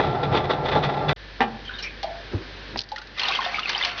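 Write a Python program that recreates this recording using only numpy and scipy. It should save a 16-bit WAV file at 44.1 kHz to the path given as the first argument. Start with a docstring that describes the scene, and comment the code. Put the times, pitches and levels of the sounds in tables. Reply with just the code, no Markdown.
"""Washing drum and water bowl

Wet washing tumbles and slaps in a steel drum, exciting its resonances; the sound cuts off and resumes
with the door open, over hum and hiss. A plastic bowl knocks on the drum and scoops water, dripping as
it is lifted: each drop traps air that rings as a bubble. The bowl bumps the door seal and clicks on
something hard, a few drops fall, and the water is poured out in a gurgling splash of spray and bubbles."""
import sys
import numpy as np
from scipy import signal
from scipy.fft import rfft, irfft, next_fast_len
from scipy.io import wavfile
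from scipy.ndimage import uniform_filter1d, map_coordinates

SR = 44100
rng = np.random.default_rng(int(sys.argv[2]) if len(sys.argv) > 2 else 0)


def pcm_store(signal):
    """Save signal as 16-bit PCM."""
    levels = np.round(np.clip(np.atleast_2d(signal), -1, 1) * 32767)
    wavfile.write(sys.argv[1], SR, levels.astype(np.int16).T)


N = 176400

# Falls of the load. Each row: peak time, rise and t60 in seconds, thud level and splash level in dB.
LOAD_FALLS = [(.003, 0.03, 0.049, -6.5, -27), (0.047, 0.055, 0.45, -22, -29.5),
              (0.153, 0.0069, 0.11, -23.5, -37), (0.235, 0.0033, .12, -20.5, -26),
              (0.355, 0.031, 0.29, -14.5, -25.5), (0.373, 0.019, 0.091, -35, -21),
              (0.5, 0.004, 0.3, -17, -29), (0.513, 0.011, 0.11, -27, -20), (.447, 0.007, .12, -42, -32.5),
              (.662, 0.015, 0.16, -27.5, -29), (0.691, .008, 0.053, -21.5, -23.5),
              (0.727, 0.014, 0.39, -21, -26), (0.764, 0.011, 0.18, -14, -24),
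              (0.843, 0.012, 0.11, -21.5, -21), (0.895, 0.0069, 0.17, -21, -32),
              (0.943, 0.0047, .06, -40, -33.5), (0.969, 0.0021, 0.43, -32, -36.5),
              (1.095, .008, .2, -21, -20)]
# Booms of the tub. Each row: peak time, rise and t60 in seconds, level in dB.
TUB_BOOMS = [(.11, 0.083, 0.78, -26.5), (0.283, 0.019, 0.77, -18.5), (0.758, 0.044, 0.42, -24.5),
             (.88, 0.083, 0.17, -29), (1.1, 0.032, 0.5, -25)]
# Modes of the tub, the loaded drum and its treble. Each row: frequency and bandwidth in Hz, gain in dB.
TUB_MODES = [(80.3, 8.2, -12), (129.7, 18, -6), (149.4, 10.2, -2.5), (195.9, 6.2, -12.5)]
DRUM_MODES = [(273, 31, -4.5), (373.4, 40, 1), (431.7, 24.6, 2), (486.5, 25, 0), (531.7, 14, 0),
              (596, 13, 2), (638, 30, -4.5), (714.6, 16.4, 3), (828, 15, -6.5), (859.4, 13, -15),
              (1042, 26, -6.5), (1176, 10, -0.5), (1356.5, 17, 0), (2014, 32, -19.5)]
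UPPER_DRUM_MODES = [(1800, 21, -15), (1983, 32, 9), (2540, 200, -6.5), (3500, 74, 5.5)]
# Spectra of the churning load and sloshing water. Each row: frequency in Hz, relative level in dB.
CHURN_SPECTRUM = [(60, -3), (200, 0), (450, -6.5), (850, 11), (1050, -11), (1700, -9), (2600, -20),
                  (5000, -72)]
SLOSH_SPECTRUM = [(400, -31), (1200, 2.5), (2000, -4), (3050, -7.5), (3550, 2), (4200, -8.5), (5000, -17),
                  (6000, -25.5), (7000, -49)]

def tumbling(churn_db=-27, slosh_db=-59, tub_db=-35, patter_per_s=170):
    """Forced vibration: falling washing drives the modes of drum and tub; thrown water patters on steel."""
    thud = power_sum(churn_db, [(s, rise, t60, db) for s, rise, t60, db, _ in LOAD_FALLS])
    splash = power_sum(slosh_db, [(s, rise, t60, db) for s, rise, t60, _, db in LOAD_FALLS])
    boom = power_sum(tub_db, TUB_BOOMS)
    drum = unit(noise(CHURN_SPECTRUM) + amp(-0.5) * ringing_noise(DRUM_MODES))
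    impacts = (rng.random(N) < patter_per_s / SR) * rng.uniform(-0.94, 1, N)
    patter = unit(room(filtered(impacts, lambda hz: amp(along(SLOSH_SPECTRUM, hz))), wet_db=-1))
    steel = unit(resonate(impacts, UPPER_DRUM_MODES))
    water = unit(noise(SLOSH_SPECTRUM) + amp(-2) * patter + amp(-1) * steel)
    return thud * drum + splash * water + boom * ringing_noise(TUB_MODES)

# Bowl on the drum or its rubber seal. Each row: time in seconds, level in dB, share of ring time left.
BOWL_KNOCKS = [(1.4066, -17, 1), (2.76, -31, .2)]
# Modes of a knock. Each row: frequency in Hz, relative level in dB, free-ringing t60 in seconds.
STRUCK_MODES = [(224, -6, .5), (783, 6, .17), (835, 1, .17), (921, 2, .17), (2412, -11, .15),
                (129, -15, .3), (466, -10, .25), (698, -4, .17), (1168, -9, .2), (1604, -6, .16),
                (1803, -2, .12), (1960, -3, .14)]
# Contacts of a freely bouncing bowl. 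Each row: delay in seconds, relative level in dB.
BOUNCES = [(0, -2), (0.0105, -6), (0.0233, -14)]
# Spectrum of each contact. Each row: frequency in Hz, relative level in dB.
CONTACT_SPECTRUM = [(80, -0.5), (300, 9), (1800, -1.5), (2800, 3.5), (4200, -9), (6000, -22), (7000, -41)]

def bowl_knocks(rise_s=0.0005):
    """Impact excitation: the bowl strikes and rebounds; the wet drum rings unsteadily and shudders."""
    out, t = np.zeros(N), clock()
    for s, db, share in BOWL_KNOCKS:
        for hz, mode_db, t60 in STRUCK_MODES:
            phase = 2 * np.pi * (hz * t + rng.random()) + 0.5 * wobble(4 * np.sqrt(hz))
            out += amp(db + mode_db) * swell(s, rise_s, share * t60) * np.sin(phase)
        for delay, loss_db in BOUNCES:
            contact = swell(s + share * delay, rise_s, t60=share * 0.092)
            out += amp(db + loss_db + 2) * contact * noise(CONTACT_SPECTRUM)
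        shudder = swell(s + 0.011, rise=0.016, t60=share * 0.3)
        out += amp(db - 8) * shudder * ringing_noise(DRUM_MODES)
    return room(out, wet_db=-16)

def bubble(hz, t60, attack_cycles=1.7, rise_per_t60=0.072):
    """Minnaert resonance: trapped air pulsates as a damped oscillator, here with a rising pitch."""
    t = np.arange(int(t60 * SR) + 2) / SR
    envelope = amp(-60 * t / t60) * (1 - np.exp(-t * hz / attack_cycles))
    return envelope * np.sin(2 * np.pi * hz * t * (1 + rise_per_t60 * t / t60 / 2))

def bubble_cloud(start, per_s, hz, log_spread, t60_cycles, scatter_db):
    """Superposition: random bubbles merge into a texture of about unit rms from start seconds onward."""
    out, span = np.zeros(N), N / SR - start
    for when, faintness, up, down in rng.random((4000, 4))[:int(per_s * span)]:
        pitch = min(hz * np.exp(log_spread * (up - down)), SR / 2)
        db = -scatter_db * np.log(faintness * 1.1 + 0.026)
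        add(out, start + when * span, amp(db) * bubble(pitch, t60_cycles / pitch))
    return unit(out) * np.sqrt(span * SR / N)

# Strength of the poured stream. Each row: time in seconds, level in dB.
POUR_FLOW = [(3.12, -62.5), (3.168, -43), (3.19, -28.5), (3.29, -30), (3.351, -27.5), (3.387, -38),
             (3.455, -28.5), (3.499, -39), (3.552, -29.5), (3.615, -44), (3.7, -29), (3.722, -33),
             (3.799, -33.5), (3.85, -29.5), (3.9, -32.5), (3.956, -44), (3.985, -33)]
# Spectrum of the spray. Each row: frequency in Hz, relative level in dB.
SPRAY_SPECTRUM = [(130, -3), (400, 0.5), (1500, 10.5), (3300, 3.5), (4500, 6), (5800, -2.5), (7000, -17.5)]

def pour(spatter_db=3.8, fizz_top_hz=4660):
    """Air entrainment: the stream throws spray and drives air under, as fine fizz and larger gurgles."""
    start = POUR_FLOW[0][0]
    flow = amp(np.interp(clock(), *np.transpose(POUR_FLOW), left=-120))
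    spray = unit(noise(SPRAY_SPECTRUM) * amp(spatter_db * wobble(300)))
    fizz = bubble_cloud(start, per_s=1500, hz=3035, log_spread=0.595, t60_cycles=44, scatter_db=6)
    fizz = filtered(fizz, lambda hz: 1 / np.sqrt(1 + (hz / fizz_top_hz) ** 10))  # tiny bubbles are faint
    gurgle = bubble_cloud(start, per_s=180, hz=1148, log_spread=0.723, t60_cycles=34, scatter_db=4.5)
    return room(flow * (amp(-3) * spray + amp(-1.5) * fizz + amp(-9) * gurgle), wet_db=-5.5)

# Drops and large bubbles. Each row: start in seconds, initial pitch in Hz, relative level in dB.
DROP_BUBBLES = [(1.650, 3140, -39), (1.676, 3050, -33), (1.693, 1520, -28.5), (1.733, 1575, -37),
                (1.738, 3650, -32), (1.785, 2993, -31.5), (1.787, 4060, -34), (1.826, 5425, -30),
                (1.84, 2290, -25.5), (1.861, 2490, -31.5), (2.032, 776, -24.5), (2.043, 656, -19.5),
                (2.068, 683, -34.5), (2.919, 838, -22.5), (2.961, 1856, -26), (2.978, 1396, -30.5),
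                (3.017, 1500, -35.5), (3.196, 3190, -16), (3.217, 2740, -20.5), (3.234, 4230, -17),
                (3.255, 2930, -21), (3.285, 3734, -14.5), (3.287, 767, -21), (3.305, 1103, -19.5),
                (3.35, 3270, -18), (3.357, 3045, -16), (3.389, 1056, -14), (3.452, 3540, -19.5),
                (3.462, 720, -21.5), (3.544, 2270, -16.5), (3.584, 1247, -19.5), (3.594, 3390, -22.5),
                (3.632, 2805, -21), (3.657, 2520, -18), (3.696, 1684, -23.5), (3.749, 3026, -14.5),
                (3.779, 4730, -20.5), (3.756, 808, -25), (3.812, 2000, -16), (3.826, 3510, -15.5),
                (3.836, 2990, -14.5)]
# Slaps of water on water. Each row: time in seconds, level in dB.
WATER_SPLATS = [(1.652, -43.5), (1.788, -37), (1.826, -32.5), (2.031, -28), (2.918, -34.5), (2.961, -32),
                (2.983, -34), (3.017, -37.5), (3.072, -42.5), (3.196, -22), (3.284, -20.5), (3.593, -25),
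                (3.694, -17), (3.849, -18.5)]
# Spectrum of a slap. Each row: frequency in Hz, relative level in dB.
SPLAT_SPECTRUM = [(200, -35.5), (800, -8), (2500, -3.5), (4500, 1), (6000, -12.5), (7000, -20.5)]
# Echo as the bowl leaves the drum. Each row: time in seconds, reverberant gain in dB.
ECHO_FADE = [(1.85, 3.5), (2.05, -6), (2.9, -14.5)]
# Resonance of the air in the drum. Each row: frequency and bandwidth in Hz, gain in dB.
CAVITY_MODES = [(680, 4.5, 5.7)]

def drops(t60_at_1khz=0.051, shed_delay_s=0.012, shed_log_spread=0.2):
    """Bubble resonance: each drop rings one bubble and sheds five lesser ones; heavy drops also splat."""
    def ring(hz):  # higher bubbles die sooner
        return bubble(hz, t60_at_1khz * (1000 / hz) ** 0.69)

    bubbles = np.zeros(N)
    for s, hz, db in DROP_BUBBLES:
        add(bubbles, s, amp(db + 4.5) * ring(hz))
        for shift, late in rng.standard_normal(size=(5, 2)):
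            lesser = amp(db - 11.5) * ring(hz * np.exp(shed_log_spread * shift))
            add(bubbles, s + shed_delay_s * abs(late), lesser)
    splats = sum(amp(db) * swell(s, rise=0.0005, t60=0.05) for s, db in WATER_SPLATS)
    echo_db = np.interp(clock(), *np.transpose(ECHO_FADE))
    return room(bubbles + splats * noise(SPLAT_SPECTRUM), echo_db) + resonate(bubbles, CAVITY_MODES)

# Bumps of the bowl. Each row: time, rise and t60 in seconds, noise level and low push level in dB.
BOWL_BUMPS = [(2.342, 0.016, 0.38, -29.5, -17), (2.764, 0.05, .07, -38, -42.5)]
# Spectrum of a bump. Each row: frequency in Hz, relative level in dB.
BUMP_SPECTRUM = [(30, -23), (110, -7.5), (330, 5), (700, -12.5), (1500, -15.5), (2300, -26), (4000, -40)]

def bowl_bumps(push_hz=96, push_t60=0.12, push_attack_s=0.0074):
    """Compliant contact: a soft, slow blow excites mainly low frequencies, a dull noise and a low push."""
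    out, t = np.zeros(N), np.arange(SR // 3) / SR
    envelope = amp(-60 * t / push_t60) * (1 - np.exp(-(t / push_attack_s) ** 2))
    push = envelope * np.sin(2 * np.pi * push_hz * t)
    for s, rise, t60, db, push_db in BOWL_BUMPS:
        out += amp(db) * swell(s, rise, t60) * noise(BUMP_SPECTRUM)
        add(out, s, amp(push_db) * push / np.abs(push).max())
    return out

# Clicks of the bowl's rim. Each row: time in seconds, level in dB, t60 in seconds.
RIM_CLICKS = [(2.7749, -24, 0.0073), (2.779, -28.5, 0.086), (2.7921, -15.5, 0.012), (2.807, -25, 0.0092),
              (2.8164, -27, 0.025), (2.837, -37, 0.029), (2.889, -43, 0.11)]
# Spectrum of a click. Each row: frequency in Hz, relative level in dB.
CLICK_SPECTRUM = [(200, -13), (1200, -16), (3000, 3), (4000, 12), (4700, 12), (5600, 3.5), (7000, -11)]

def rim_clicks():
    """Hard contact: a brief blow on the rim spreads its energy far into the treble."""
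    envelope = sum(amp(db) * swell(s, rise=0.0011, t60=t60) for s, db, t60 in RIM_CLICKS)
    return envelope * noise(CLICK_SPECTRUM)

# Faint high tones. Each row: frequency in Hz, rms level in dB.
WHINE_TONES = [(1640, -73.5), (1748, -58), (1970, -66.5)]
# Spectrum of the hiss. Each row: frequency in Hz, relative level in dB.
HISS_SPECTRUM = [(41, -30), (70, -7), (239, -10), (533, -10), (646, -15), (1260, -16), (1620, -9.5),
                 (2330, -15), (4070, -15), (5120, -21.5), (6820, -38.5)]
# Course of the hiss. Each row: time in seconds, rms level in dB.
HISS_CONTOUR = [(1.16, -43.5), (1.4, -43.5), (1.9, -42.5), (2.7, -40), (2.79, -41.5), (2.83, -50),
                (3.15, -45), (4, -47.5)]

def background(hum_hz=49, hum_weakens_s=2.8):
    """Tones over a noise floor: a hum with its octave, a randomly modulated whine and broadband hiss."""
    t = clock()
    hum_level = amp(np.where(t < hum_weakens_s, -44.5, -51))
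    phase = 2 * np.pi * hum_hz * t
    hum = hum_level * (np.sin(phase) + amp(-11.5) * np.sin(2 * phase))
    whine = sum(amp(db + 1.6 * wobble(5.6)) * np.sin(2 * np.pi * hz * t + 4.3 * wobble(25))
                for hz, db in WHINE_TONES)
    hiss = amp(np.interp(t, *np.transpose(HISS_CONTOUR))) * noise(HISS_SPECTRUM)
    return np.sqrt(2) * (hum + whine) + hiss

# Reverberation of the drum and tiled room. Each row: frequency in Hz, t60 in seconds.
ROOM_DECAY = [(150, 1), (800, 0.48), (2500, 0.25), (7000, 0.09)]

def room(x, wet_db):
    """Reverberation: diffuse reflections follow the direct sound and decay fastest in the treble."""
    hz, t, spectra = signal.stft(rng.standard_normal(SR // 2), SR, nperseg=256)
    tail = signal.istft(spectra * amp(-60 * t / along(ROOM_DECAY, hz)[:, None]), SR, nperseg=256)[1]
    response = np.pad(tail, (130, 0)) / np.linalg.norm(tail)
    return x + amp(wet_db) * signal.fftconvolve(x, response)[:N]

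def amp(db):
    """Amplitude ratio of a level in dB."""
    return 10 ** (np.asarray(db) / 20)

def unit(x):
    """Normalisation to unit rms."""
    return x / np.sqrt(np.mean(x ** 2) + 1e-20)

def clock():
    """Sample times in seconds."""
    return np.arange(N) / SR

def along(points, hz):
    """Interpolation of (Hz, value) points on a log frequency axis."""
    knots, values = np.transpose(points)
    return np.interp(np.log(hz + 1), np.log(knots + 1), values)

def wobble(rate):
    """Smooth random modulation with rate knots a second."""
    return map_coordinates(rng.standard_normal(2000), [clock() * rate], mode="wrap")

def filtered(x, response):
    """Linear filtering: the spectrum of x times a frequency response."""
    size = next_fast_len(N + SR // 2)
    return irfft(rfft(x, size) * response(np.fft.rfftfreq(size, 1 / SR)), size)[:N]

def noise(spectrum):
    """Coloured noise of unit rms."""
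    return unit(filtered(rng.standard_normal(N), lambda hz: amp(along(spectrum, hz))))

def resonate(x, modes):
    """Modal superposition: x drives second-order resonators of alternating polarity."""
    return filtered(x, lambda f: sum(
        (-1) ** k * amp(db) * 1j * f * width / (hz * hz - f * f + 1j * f * width)
        for k, (hz, width, db) in enumerate(modes)))

def ringing_noise(modes):
    """Random excitation: modes driven by white noise, at unit rms."""
    return unit(resonate(rng.standard_normal(N), modes))

def swell(s, rise, t60):
    """Gaussian rise to a peak at s seconds, then exponential decay by 60 dB in t60 seconds."""
    t = clock() - s
    return np.exp(-(np.minimum(t, 0) / rise) ** 2) * amp(-60 * np.maximum(t, 0) / t60)

def power_sum(floor_db, events):
    """Incoherent addition: swells and a steady floor add in power to give one amplitude envelope."""
    power = sum((amp(db) * swell(s, rise, t60)) ** 2 for s, rise, t60, db in events)
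    return np.sqrt(amp(floor_db) ** 2 + power)

def add(track, s, sound):
    """Mix a sound into the track at s seconds."""
    part = track[max(round(s * SR), 0):][:len(sound)]
    part += sound[:len(part)]

def scene(cut_s=1.131, resume_s=1.162):
    """Gated superposition: the running machine, a moment of silence, then the work with the bowl."""
    t = clock()
    running = uniform_filter1d((t < cut_s) * 1.0, size=60)
    heard = uniform_filter1d(((t < cut_s) | (t > resume_s)) * 1.0, size=60)
    mix = running * tumbling() + bowl_knocks() + drops() + bowl_bumps() + rim_clicks() + pour()
    return (heard * (mix + background()))[None]

def record(dry, threshold_db=-27, slope=0.17, release_db_per_s=83.5):
    """Compression and band limiting: gain ducks after loud sounds and recovers; deep bass and top are cut."""
    x, t = dry[0], clock()
    level_db = 10 * np.log10(np.abs(uniform_filter1d(x * x, size=300, origin=149)) + 1e-12)
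    held_db = np.maximum.accumulate(level_db + release_db_per_s * t) - release_db_per_s * t
    ducked = x * amp(-slope * np.maximum(held_db - threshold_db, 0))

    def passband(hz):
        low_cut = 1 - np.exp(-(hz / 36) ** 4)
        high_cut = (hz < 7150) / np.sqrt(1 + (hz / 6300) ** 36)
        return low_cut * high_cut

    return filtered(ducked, passband)[None]

dry = scene()
out = record(dry)
pcm_store(out)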